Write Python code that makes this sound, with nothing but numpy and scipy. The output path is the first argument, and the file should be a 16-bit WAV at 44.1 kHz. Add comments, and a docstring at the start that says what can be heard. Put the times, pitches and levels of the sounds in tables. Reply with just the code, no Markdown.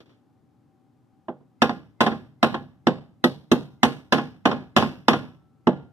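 """Faint scuffs of a tool being placed, a light tap, then a hammer knocks a dent out of a car's rear wing
from inside the wheel arch, outdoors, close by. On loose sheet the blow clangs and the head often drops
back onto the metal; on a braced spot it gives one duller thud. Each contact is a noise crack plus decaying
panel modes. The hollow body rings on briefly, over a low rumble and a faint hum."""
import sys
import numpy as np
from scipy import signal
from scipy.fft import rfft, irfft, next_fast_len
from scipy.io import wavfile

SR = 44100
rng = np.random.default_rng(int(sys.argv[2]) if len(sys.argv) > 2 else 0)


def file_out(sig):
    """Save sig as 16-bit WAV at sys.argv[1]."""
    # one column per channel
    cols = np.atleast_2d(sig).T
    # limit, then scale
    lim = np.clip(cols, -1, 1)
    pcm = np.round(lim * 32767).astype(np.int16)
    wavfile.write(sys.argv[1], SR, pcm)


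N = 261072
RING_S = np.arange(24576) / SR  # time axis of one contact
LEFT_RIGHT = np.array([[1], [-1]])

# (time [s], level [dB], spot [0 loose, 1 braced], bite [dB], after-ring [dB])
# bite: treble of a square hit against a glancing one
HAMMER_BLOWS = [ (1.283, -12, .9, -27.5, -7), (1.619, 1, 0.078, -1.5, -5), (2.006, 0, .1, -1.5, 0.5),
                (2.428, .5, 0.11, -3, -1), (2.869, 1, 0.77, -8.5, -4), (3.240, -3.5, 0.98, 2, -4.5),
                (3.516, -1, 0.93, -1, -2.5), (3.831, .5, .15, 1.5, -3.5), (4.123, -0.5, 0, -0.5, -1),
                (4.454, 0, 0.058, -6.5, 1), (4.764, .5, .1, 0, 3), (5.082, 1, 0.054, -2.5, 0.5),
                (5.670, 1, 1, -14.5, -3.5)]
# (frequency [Hz], loose gain [dB], braced gain [dB], bite share [dB/dB])
BLOW_EQ = [(300, 1.2, 2, 0.1657), (750, 0, -0.5, 0), (1400, -.5, -6.5, 0.23), (3480, 0.7, -2, 0.78),
           (10000, 1.5, 1.5, 1.5)]
# (time [s], level [dB])
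HAMMER_REBOUNDS = [(1.405, -28.5), (1.693, -5), (2.063, -1), (2.117, -8), (2.542, -5), (4.181, -4),
                   (4.513, -4), (4.823, -2.5), (5.132, -2)]
# contact crack: (frequency [Hz], gain [dB])
CRACK_EQ = [(50, -38), (200, -14.5), (800, 4.5), (2000, -1), (4300, -4.5), (5700, -17.5), (7000, -21),
            (12000, -32.5), (16000, -31.5)]
# (frequency [Hz], loose level [dB], braced level [dB], t60 [s])
WING_MODES = [ (142.3, -33, -29, 0.48), (185, -34.5, -16, 0.17), (228, -11.5, -19, 0.15),
              (243.9, -17, -6.5, 0.12), (253.2, -24, -51.5, 0.37), (302, -37.5, -20, 0.084),
              (342.9, -23.5, -3, .085), (393, -35.5, -13, .1), (423, -25, -24.5, 0.032),
              (472.9, -24, -24.5, 0.2), (513, -26.5, -21.5, 0.19), (602.8, -24, -22, 0.15),
              (647, -37.5, -22, 0.039), (722, -16.5, -32.5, .11), (804.4, -21.5, -33, 0.23),
              (855, -24, -19.5, 0.14), (1029, -19.5, -25, 0.051), (1060.8, -17.5, -31, 0.18),
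              (1190, -33.5, -39, 0.25), (1414, -26.5, -43, 0.22), (1474, -19.5, -32.5, 0.039),
              (1685, -34.5, -40.5, 0.33), (1680, -33, -46.5, 0.067), (2075, -27, -28.5, 0.13),
              (2450, -21, -45, 0.12), (2675, -28, -16, 0.047), (3050, -35, -44.5, 0.032),
              (3540, -34.5, -57, 0.078), (3450, -37, -46, 0.078), (3650, -33, -53, .08)]
# crowded modes: (centre [Hz], clang [dB], clang t60 [s], after-ring [dB], its t60 [s], L/R likeness [0-1])
SHEET_BANDS = [ (40.6, -27.5, 0.2, -39.5, .5, 0.2), (108, -21, 0.33, -15, 0.96, 0.7),
               (225, -2.5, 0.033, -1, 0.43, 0.2), (396, 1, 0.11, -10.5, 0.39, 0.8),
               (910, 5, 0.069, -16, 0.42, 0.92), (1520, -0.5, .09, -19.5, 0.43, 0.6),
               (2266, -7.5, 0.027, -21.5, .37, 0.89), (2970, -3, 0.068, -21, 0.39, 0),
               (4480, -12.5, 0.017, -25, 0.34, 0.8), (5260, -13, 0.059, -34, 0.44, 0.2),
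               (6500, -28, 0.066, -42, .36, 0.6), (15300, -39, 0.088, -59.5, 0.69, 0.15)]
# bodywork tones: (time [s], frequency [Hz], level [dB], t60 [s])
BODY_TONES = [(3.242, 1270, -17.5, 0.086), (3.241, 1930, -11.5, 0.072), (3.515, 1408, -51.5, 0.56),
              (5.082, 1324, -62, 1.8), (5.669, 1402, -47, 0.55)]
# (time [s], level [dB], time to fall 30 dB [s])
TOOL_SCUFFS = [(.004, -39.5, 0.058), (0.058, -52, 0.14), (0.094, -50.5, 0.16)]
# (frequency [Hz], gain [dB])
SCUFF_EQ = [(100, 7.5), (400, 11), (800, -2.5), (1400, -1.5), (2200, -7.5), (3300, -3.5), (5600, -15.5),
            (8000, -31)]
# open air: (frequency [Hz], relative density [dB])
RUMBLE_EQ = [(15, -69), (25, -31), (120, 3), (185, -4), (206, -4), (285, -0.5), (326, -6), (476, -17),
             (575, -17), (714, -22.5), (775, -17.5), (936, -22.5), (1190, -23), (2000, -34), (16000, -49.5)]
# (frequency [Hz], level [dB])
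HUM_TONES = [(118, -74), (245, -75), (294, -78), (769, -79), (829, -84.5)]
# microphone ports: (frequency [Hz], left minus right [dB])
MIC_BALANCE = [(60, 3.5), (110, 4), (200, -4.5), (380, -1.5), (700, -3), (1290, 0.5), (2380, -0.5),
               (4400, 2), (8120, 3.5), (15000, 0.5)]
# microphone ports: (frequency [Hz], left lead [rad])
MIC_PHASE = [(0, 0), (1380, 0.0), (2070, -3.4), (2580, -3.3), (3960, -9.2), (4650, -9.6), (5000, -9.8),
             (5430, -7.0), (6720, -3.2), (9300, -10.6), (12200, -2.2), (13700, -6.6), (15300, -0.2),
             (16100, 0.5)]


def hammer_blows(shared_noise, contact_s=0.0009, softening=0.85):
    """Blows coloured by where and how squarely they land; a light tap presses home more slowly."""
    out = np.zeros((2, N))
    hz, loose_db, braced_db, bite_share = np.transpose(BLOW_EQ)
    for start_s, db, braced, bite_db, ring_db in HAMMER_BLOWS:
        press = 1 - np.exp(-RING_S * undb(db * softening) / contact_s)
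        tone_db = loose_db + braced * (braced_db - loose_db) + bite_share * bite_db
        blow = strike(shared_noise, braced, ring_db) * press
        add(out, start_s, undb(db) * colour(blow, list(zip(hz, tone_db))))
    return out


def hammer_rebounds(shared_noise, settle_s=0.0014):
    """The loosely held head drops back; settling blunts the attack, and weaker rebounds are duller."""
    out = np.zeros((2, N))
    settle = 1 - np.exp(-RING_S / settle_s)
    for start_s, db in HAMMER_REBOUNDS:
        treble_db = -8 + 1.2 * db
        eq = [(250, -4), (1000, treble_db * .6), (4000, treble_db), (12000, treble_db * 1.7)]
        rebound = strike(shared_noise, braced=0, ring_db=-3) * settle
        add(out, start_s, undb(db) * colour(rebound, eq))
    return out


def strike(shared_noise, braced, ring_db, shared_power=0.33):
    """Steel on sheet: crack, clang, after-ring and wing modes, partly alike in every contact."""
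    fresh_noise = rng.standard_normal(shared_noise.shape)
    crack_noise, sheet_noise = np.sqrt(shared_power) * shared_noise + np.sqrt(1 - shared_power) * fresh_noise
    crack = colour(stereo(*crack_noise, likeness=1) * decay(t60_s=.028), CRACK_EQ)
    clang, after_ring = sheet_modes(sheet_noise)
    return uneven_radiation(crack + clang + undb(ring_db) * after_ring) + wing_modes(braced)


def wing_modes(braced, detune=.005, scatter_db=2.07, phase_spread_rad=0.13):
    """Separate modes; each blow lands a little elsewhere and weights them anew."""
    out = np.zeros((2, len(RING_S)))
    for hz, loose_db, braced_db, t60_s in WING_MODES:
        level_draw, pitch_draw, phase_draw = rng.standard_normal(3)
        db = loose_db + braced * (braced_db - loose_db) + scatter_db * level_draw
        phase = 2 * np.pi * hz * (1 + detune * pitch_draw) * RING_S
        offset_rad = LEFT_RIGHT / 2 * phase_spread_rad * phase_draw
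        envelope = build_up(hz, cycles=0.99) * decay(t60_s) * (RING_S < t60_s)
        out += undb(db) * np.sin(phase + offset_rad) * envelope
    return out


def sheet_modes(noise, spread_s=0.0041):
    """Crowded modes as noise bands: a fast clang, then a slower ring spreading through the body."""
    spectrum, hz = rfft(noise), np.fft.rfftfreq(len(RING_S), 1 / SR)
    centres_hz = [row[0] for row in SHEET_BANDS]
    clang, body = 0, 0
    for centre_hz, clang_db, clang_t60_s, body_db, body_t60_s, likeness in SHEET_BANDS:
        triangle = curve(hz, [(at_hz, float(at_hz == centre_hz)) for at_hz in centres_hz])
        band = stereo(*irfft(spectrum * triangle), likeness) * build_up(centre_hz, cycles=0.85)
        clang += band * undb(clang_db) * decay(clang_t60_s)
        body += band * undb(body_db) * decay(body_t60_s)
    return clang, body * (1 - np.exp(-RING_S / spread_s))


def build_up(hz, cycles):
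    """Bending waves are slow in the bass: a mode builds up over a number of its own cycles."""
    return 1 - np.exp(-RING_S * hz / cycles)


def uneven_radiation(sound, patchy_db=4.5, flutter_db=1.67):
    """Some groups of high modes radiate better than others; the buzzing sheet flutters the level."""
    hz = np.arange(1500, 16000, 170)
    patches_db = patchy_db * rng.standard_normal(len(hz)) * (1 - hz[0] / hz)
    flutter = wander(RING_S, knots_s=RING_S[::130])
    return colour(sound, list(zip(hz, patches_db))) * undb(flutter_db * flutter)


def body_tones():
    """Thin single tones that some blows leave ringing in the bodywork."""
    out, t = np.zeros((2, N)), np.arange(N) / SR
    for start_s, hz, db, t60_s in BODY_TONES:
        add(out, start_s, undb(db) * np.sin(2 * np.pi * hz * t)[None] * decay(t60_s, t))
    return out


def tool_scuffs():
    """The tool rubs the metal as it is placed: short noise bursts."""
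    out = np.zeros((2, N))
    for start_s, db, fall_s in TOOL_SCUFFS:
        rub = stereo(*rng.standard_normal((2, len(RING_S))), likeness=0.67) * decay(2 * fall_s)
        add(out, start_s, undb(db) * colour(rub, SCUFF_EQ))
    return out


def outdoors(rumble_db=-61, waver=0.5, left_bias_db=2.5):
    """Low open-air rumble with a faint wavering hum."""
    air = colour(stereo(*rng.standard_normal((2, N)), likeness=0.61), RUMBLE_EQ)
    out = air * undb(rumble_db) / air.std()
    t = np.arange(N) / SR
    knots_s = np.linspace(0, t[-1], 110)
    for hz, db in HUM_TONES:
        drift_rad = 2 * wander(t, knots_s)
        swell = 1 + waver * wander(t, knots_s)
        out += np.sqrt(2) * undb(db) * swell * np.sin(2 * np.pi * hz * t + drift_rad)
    return out * undb(LEFT_RIGHT / 2 * left_bias_db)


def undb(db):
    """Decibels to gain."""
    return 10 ** (np.asarray(db) / 20)


def decay(t60_s, t=RING_S):
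    """Exponential fall, 60 dB in t60_s."""
    return np.exp(-np.log(1000) * t / t60_s)


def wander(t, knots_s):
    """Straight lines between random values at the knots."""
    return np.interp(t, knots_s, rng.standard_normal(len(knots_s)))


def curve(hz, points):
    """Interpolate (frequency [Hz], value) on a log-frequency axis."""
    at_hz, value = np.transpose(points)
    return np.interp(np.log(hz + 1), np.log(at_hz), value)


def colour(sound, eq):
    """Minimum-phase filter from (frequency [Hz], gain [dB])."""
    size = 2 * next_fast_len(sound.shape[-1] // 2 + 2048)
    gain = undb(curve(np.fft.rfftfreq(size, 1 / SR), eq))
    cepstrum = irfft(np.log(gain))
    cepstrum[1:size // 2] *= 2
    cepstrum[size // 2 + 1:] = 0
    return irfft(rfft(sound, size) * np.exp(rfft(cepstrum)))[..., :sound.shape[-1]]


def stereo(mid, side, likeness):
    """Two unrelated signals to left and right with correlation `likeness`."""
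    return np.sqrt((1 + likeness) / 2) * mid + np.sqrt((1 - likeness) / 2) * side * LEFT_RIGHT


def add(out, start_s, sound):
    """Mix a sound in at start_s."""
    i = int(start_s * SR)
    out[:, i:i + sound.shape[1]] += sound[:, :N - i]


def scene():
    """The work reaches two microphone ports with pitch-dependent level and phase, over the background."""
    shared_noise = rng.standard_normal((2, 2, len(RING_S)))
    work = hammer_blows(shared_noise) + hammer_rebounds(shared_noise) + body_tones() + tool_scuffs()
    left, right = rfft(work)
    hz = np.fft.rfftfreq(N, 1 / SR)
    lead_rad = np.interp(hz, *np.transpose(MIC_PHASE))
    lean = undb(curve(hz, MIC_BALANCE) / 2) * np.exp(.5j * lead_rad)
    return irfft(np.array([left * lean, right / lean]), N) + outdoors()


def record(dry, low_cut_hz=95, high_cut_hz=15200):
    """Low cut, soft clip, steep high cut."""
    low_cut = signal.butter(2, low_cut_hz, "high", fs=SR, output="sos")
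    high_cut = signal.ellip(8, .2, 70, high_cut_hz, fs=SR, output="sos")
    rounded = np.tanh(signal.sosfilt(low_cut, dry))
    return signal.sosfilt(high_cut, rounded)


dry = scene()
out = record(dry)
file_out(out)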